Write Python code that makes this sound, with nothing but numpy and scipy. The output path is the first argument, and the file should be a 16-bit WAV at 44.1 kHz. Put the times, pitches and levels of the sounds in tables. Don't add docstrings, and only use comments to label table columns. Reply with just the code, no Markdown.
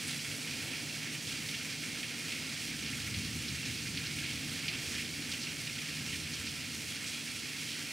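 import sys
import numpy as np
from scipy import signal
from scipy.fft import rfft, irfft
from scipy.io import wavfile

SR = 44100
rng = np.random.default_rng(int(sys.argv[2]) if len(sys.argv) > 2 else 0)


def store_pcm(level_fs):
    pcm = np.round(np.clip(level_fs, -1, 1) * 32767).astype(np.int16)
    wavfile.write(sys.argv[1], SR, np.atleast_2d(pcm).T)


N = 349272
TIME = np.arange(N) / SR
FREQ = np.fft.rfftfreq(N, 1 / SR)


def undb(db):
    return 10 ** (np.asarray(db) / 20)


def unit(x):
    return x / np.sqrt(np.mean(x ** 2))


def curves(table):
    s, *columns = np.transpose(table)
    return [np.interp(TIME, s, column) for column in columns]


def contour(points):
    hz, value = np.transpose(points)
    return np.interp(np.log(FREQ + 1), np.log(hz + 1), value)


def colour(x, db):
    cepstrum = irfft(np.log(undb(db)), N)
    cepstrum[1:N // 2] *= 2
    cepstrum[N // 2 + 1:] = 0
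    response = np.exp(rfft(cepstrum))
    return irfft(rfft(x) * response, N)


def split(x, hz):
    low = irfft(rfft(x) / (1 + (FREQ / hz) ** 6), N)
    return low, x - low


def walk(rate_hz):
    slow = np.exp(-(FREQ / rate_hz) ** 2)
    return unit(irfft(rfft(rng.standard_normal(N)) * slow, N))


def add(track, s, sound):
    start = int(s * SR)
    track[start:start + len(sound)] += sound[:N - start]


def impacts(per_s, spread_db):
    falls = rng.random(N) < per_s / SR
    sizes = undb(spread_db * np.minimum(rng.exponential(size=N), 4))
    return falls * sizes * rng.choice([-1, 1], N)


def scatter(x, t60, wet_db):
    fade = np.exp(-2 * np.log(1000) * TIME[:SR // 4] / t60)
    energy = np.abs(signal.fftconvolve(x ** 2, fade / fade.sum())[:N])
    return x + undb(wet_db) * np.sqrt(energy) * rng.standard_normal(N)


def bubbles(per_s, low_hz, high_hz, cycles, glide):
    out, t = np.zeros(N), TIME[:SR // 20]
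    for when, pitch, size in rng.random((int(per_s * N / SR), 3)):
        hz = low_hz * (high_hz / low_hz) ** pitch
        age = t * hz / cycles
        ring = np.exp(-age) * np.sin(2 * np.pi * hz * t * (1 + glide * age))
        add(out, when * N / SR, size ** 3 * ring)
    return unit(out)


def downpour():
    hiss = rng.standard_normal(N)
    drops = unit(scatter(impacts(per_s=1300, spread_db=2.0), t60=0.02, wet_db=0))
    slaps, mist = split(scatter(impacts(per_s=110, spread_db=2.0), t60=0.042, wet_db=7), hz=4550)
    runoff = unit(slaps + undb(-3) * mist)
    puddles = bubbles(per_s=330, low_hz=1418, high_hz=8880, cycles=8.7, glide=0.024)
    return undb(-2.5) * hiss + undb(-5.5) * drops + undb(-11.5) * runoff + undb(-18.0) * puddles


def door(x):
    # (frequency [Hz], relative gain [dB])
    passage = [(300, -38.5), (600, -23.5), (1000, -19), (1400, -11), (1900, -5.5), (2300, -2), (3000, -2),
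               (3600, -4), (5200, -2), (7000, -8.5), (9000, -10), (12000, -19), (16000, -24.5)]
    # (centre [Hz], width [Hz], lift [dB])
    panes = [(1354, 50, 5.5), (1660, 15, 1.5), (1822, 76, 2.5), (2162, 34, 5.5), (2250, 49, 4.5),
             (2430, 54, 6), (2710, 54, 5.5), (3170, 61, 2), (3325, 38, 5.5), (4270, 95, 3), (4440, 130, -1),
             (4550, 220, 1), (5220, 160, -1.5)]
    ringing = sum(db / (1 + (2 * (FREQ - hz) / width) ** 2) for hz, width, db in panes)
    return colour(x, contour(passage) + ringing)


def rain(shower_db):
    # (level before wavering [dB], follow [dB per dB of shower],
    # random sheets [dB rms], quick clumps [dB rms])
    drop_sizes = [(-46.5, 0.55, 0.3, 0.96), (-47, 0.4, 0.27, 0.67), (-49, .05, 0.1, 0.9)]
    sheets_hz, clumps_hz = 5, 13
    heavy, rest = split(door(downpour()), hz=2860)
    light, fine = split(rest, hz=6220)
    sheets = walk(sheets_hz)
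    out = np.zeros(N)
    for drops, (db, follow, sheets_db, clumps_db) in zip((heavy, light, fine), drop_sizes):
        level_db = db + follow * shower_db + sheets_db * sheets + clumps_db * walk(clumps_hz)
        out += unit(drops) * undb(level_db)
    return out


def house(shower_db):
    # (time [s], wall murmur level [dB], fan hum level [dB])
    indoors = [(0, -52.5, -52), (1, -51.5, -54), (2, -54.5, -56), (3.3, -52, -53.5), (4.8, -52.5, -57),
               (6.1, -53, -53), (7, -56, -58.5), (7.92, -56, -57.5)]
    # (frequency [Hz], relative gain [dB])
    roof_colour = [(90, -29.5), (140, -8), (185, -6.5), (230, 1.5), (295, -0.5), (345, -7.5), (405, -14.5),
                   (445, -12), (560, -27), (900, -45)]
    # (frequency [Hz], relative gain [dB])
    wall_colour = [(20, -29), (35, -33), (45, -21), (60, -2), (68, -24), (84, 2), (120, 6), (150, 6),
                   (180, -5.5), (300, -36.5)]
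    roof_db, roof_follow = -49.5, 1.27
    hum_hz, hum_wander_hz = 154.9, 1.325
    wall_db, hum_db = curves(indoors)
    roof = unit(colour(impacts(per_s=4000, spread_db=2), contour(roof_colour)))
    walls = unit(colour(rng.standard_normal(N), contour(wall_colour)))
    phase = 2 * np.pi * np.cumsum(hum_hz + hum_wander_hz * walk(4.8)) / SR
    hum = unit(np.sin(phase) * undb(2 * walk(17.0)))
    return roof * undb(roof_db + roof_follow * shower_db) + walls * undb(wall_db) + hum * undb(hum_db)


def street():
    # (time [s], level [dB])
    swell = [(0, -60), (.7, -54.5), (1.1, -58.5), (2.25, -58), (3.6, -62.5), (4.7, -58), (6, -61),
             (7.92, -61)]
    # (frequency [Hz], relative gain [dB])
    wash_colour = [(250, -24), (440, 0.5), (560, -2.5), (760, -5), (1000, -10), (1500, -23.5)]
    wash_db, = curves(swell)
    return unit(colour(rng.standard_normal(N), contour(wash_colour))) * undb(wash_db)


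def tail(t60):
    t = TIME[:SR // 2]
    decay = rng.standard_normal(len(t)) * np.exp(-np.log(1000) * t / t60)
    return decay / np.linalg.norm(decay)


def splashes(rebound_s, rebound_db, crown_t60, spray_t60, spray_db):
    # (time [s], relative level outside the door [dB], band low [Hz], band high [Hz])
    fat_drops = [(.075, -18.5, 8000, 11400), (.248, -26, 1500, 2600), (0.4712, -27, 1700, 3300),
                 (1.2715, -22, 2400, 7500), (1.4873, -22.5, 2000, 5500), (1.5434, -24.5, 1700, 3500),
                 (1.832, -24.5, 1600, 2440), (2.03, -24, 1800, 3400), (2.3192, -25, 1800, 3620),
                 (2.861, -24, 2000, 5500), (2.9305, -27, 2010, 2640), (3.074, -23.5, 1290, 2370),
                 (3.14, -24, 2000, 4800), (3.4835, -23, 3200, 5440), (3.656, -24.5, 3000, 9000),
                 (3.9733, -21, 1700, 4800), (4.061, -25, 3280, 6000), (4.1872, -24.5, 1800, 4000),
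                 (4.682, -18, 1900, 4780), (4.951, -25, 2400, 7000), (5.006, -28, 2000, 3200),
                 (5.318, -21, 3000, 6000), (5.338, -24, 2080, 3100), (5.468, -26, 2000, 3000),
                 (5.67, -25.5, 1700, 4000), (5.7837, -24.5, 1900, 3500), (6.129, -25, 1900, 3500),
                 (6.336, -22, 3200, 6500), (6.4663, -26, 3000, 6000)]
    hard_db, softening = -18.5, .7
    out = np.zeros(N)
    for s, db, low_hz, top_hz in fat_drops:
        wet = signal.butter(3, [low_hz, top_hz], "bandpass", fs=SR, output="sos")
        parts = signal.sosfilt(wet, [signal.unit_impulse(SR // 2), tail(crown_t60), tail(spray_t60)])
        slap, crown, spray = undb(db) * parts / np.linalg.norm(parts, axis=1, keepdims=True)
        add(out, s, undb(softening * (db - hard_db)) * slap + undb(spray_db) * spray)
        add(out, s + rebound_s * rng.uniform(0.66, 1.2), undb(rebound_db) * crown)
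    return out


def flurries(per_s, spread_db, width_octaves):
    # (time at the thickest [s], length from there to 1/e^2 [s],
    # level at the thickest [dB], centre [Hz])
    handfuls = [(0.108, .04, -42.5, 3400), (.25, 0.4, -51, 9500), (0.726, 0.095, -44, 2400),
                (1.076, 0.11, -47.5, 2100), (2.36, .06, -45.5, 2400), (4.278, 0.14, -43.5, 2720),
                (4.895, 0.11, -49.5, 7200), (4.996, .05, -42.5, 2000), (5.427, 0.033, -43, 5240),
                (7.082, .06, -46, 7100), (7.143, .1, -44.5, 2830), (7.71, .07, -43.5, 3300)]
    drips = door(scatter(impacts(per_s, spread_db), t60=0.033, wet_db=-3.5))
    out = np.zeros(N)
    for s, length, db, hz in handfuls:
        band = np.exp(-(np.log2((FREQ + 1) / hz) / width_octaves) ** 2)
        like_sized = unit(irfft(rfft(drips) * band, N))
        out += like_sized * undb(db) * np.exp(-2 * ((TIME - s) / length) ** 2)
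    return out


def thunder():
    # (time at the crest [s], level at the crest [dB], rise [s])
    peals = [(2.85, -49, .08), (3.17, -42.5, 0.11), (3.88, -48.5, .14), (4.4, -55, .15), (4.9, -55.5, .3),
             (6.03, -48.5, .12)]
    # (frequency [Hz], relative gain [dB])
    roll_colour = [(20, -32), (35, -18), (45, -11), (60, -11), (75, 5), (110, 2), (150, 1.5), (200, -3.5),
                   (260, -5.5), (340, -17.5), (500, -38.5)]
    fade_db_per_s = 11
    power = np.zeros(N)
    for s, db, rise in peals:
        swell = np.exp(-(np.minimum(TIME - s, 0) / rise) ** 2)
        fading_db = db - fade_db_per_s * np.maximum(TIME - s, 0)
        power += (swell * undb(fading_db)) ** 2
    cracks = impacts(per_s=900, spread_db=0)
    return unit(colour(cracks, contour(roll_colour))) * np.sqrt(power)


def scene():
    # (time [s], relative level [dB])
    shower = [(0, 0.2), (1.2, -0.1), (2.3, 1), (3.3, 1), (4.4, 0.9), (4.95, 1.5), (5.7, -1.4), (6.15, 0.4),
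              (6.8, -1.5), (7.92, -2)]
    # (frequency [Hz], coherence [0-1])
    alike = [(60, 1), (130, 0.94), (290, 0.8), (640, 0.34), (1410, 0.74), (3100, 0.98), (6820, 0.98),
             (15000, 0.97)]
    # (frequency [Hz], left minus right [dB])
    balance = [(60, 1.5), (200, 0), (450, 0.5), (1200, -1.5), (2400, -1.95), (4400, -2.5), (8100, -3.5),
               (13000, -2)]
    shower_db, = curves(shower)
    fat = splashes(rebound_s=0.0044, rebound_db=-1, crown_t60=0.015, spray_t60=0.17, spray_db=2)
    spatter = undb(9.5) * door(fat)
    drips = flurries(per_s=1100, spread_db=2.5, width_octaves=0.64)
    front = rfft(rain(shower_db) + spatter + drips + house(shower_db) + street() + thunder())
    diffuse = front * np.exp(2j * np.pi * rng.random(len(front)))
    likeness = np.sqrt(np.clip(contour(alike), 0, .99))
    side = diffuse * np.sqrt((1 - likeness) / (1 + likeness)) * undb(-0.5)
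    lean_db = contour(balance) / 2
    return np.array([irfft((front + sign * side) * undb(sign * lean_db), N) for sign in (1, -1)])


def record(dry):
    top_hz = 15650
    return signal.sosfilt(signal.ellip(10, .1, 80, top_hz, fs=SR, output="sos"), dry)


dry = scene()
out = record(dry)
store_pcm(out)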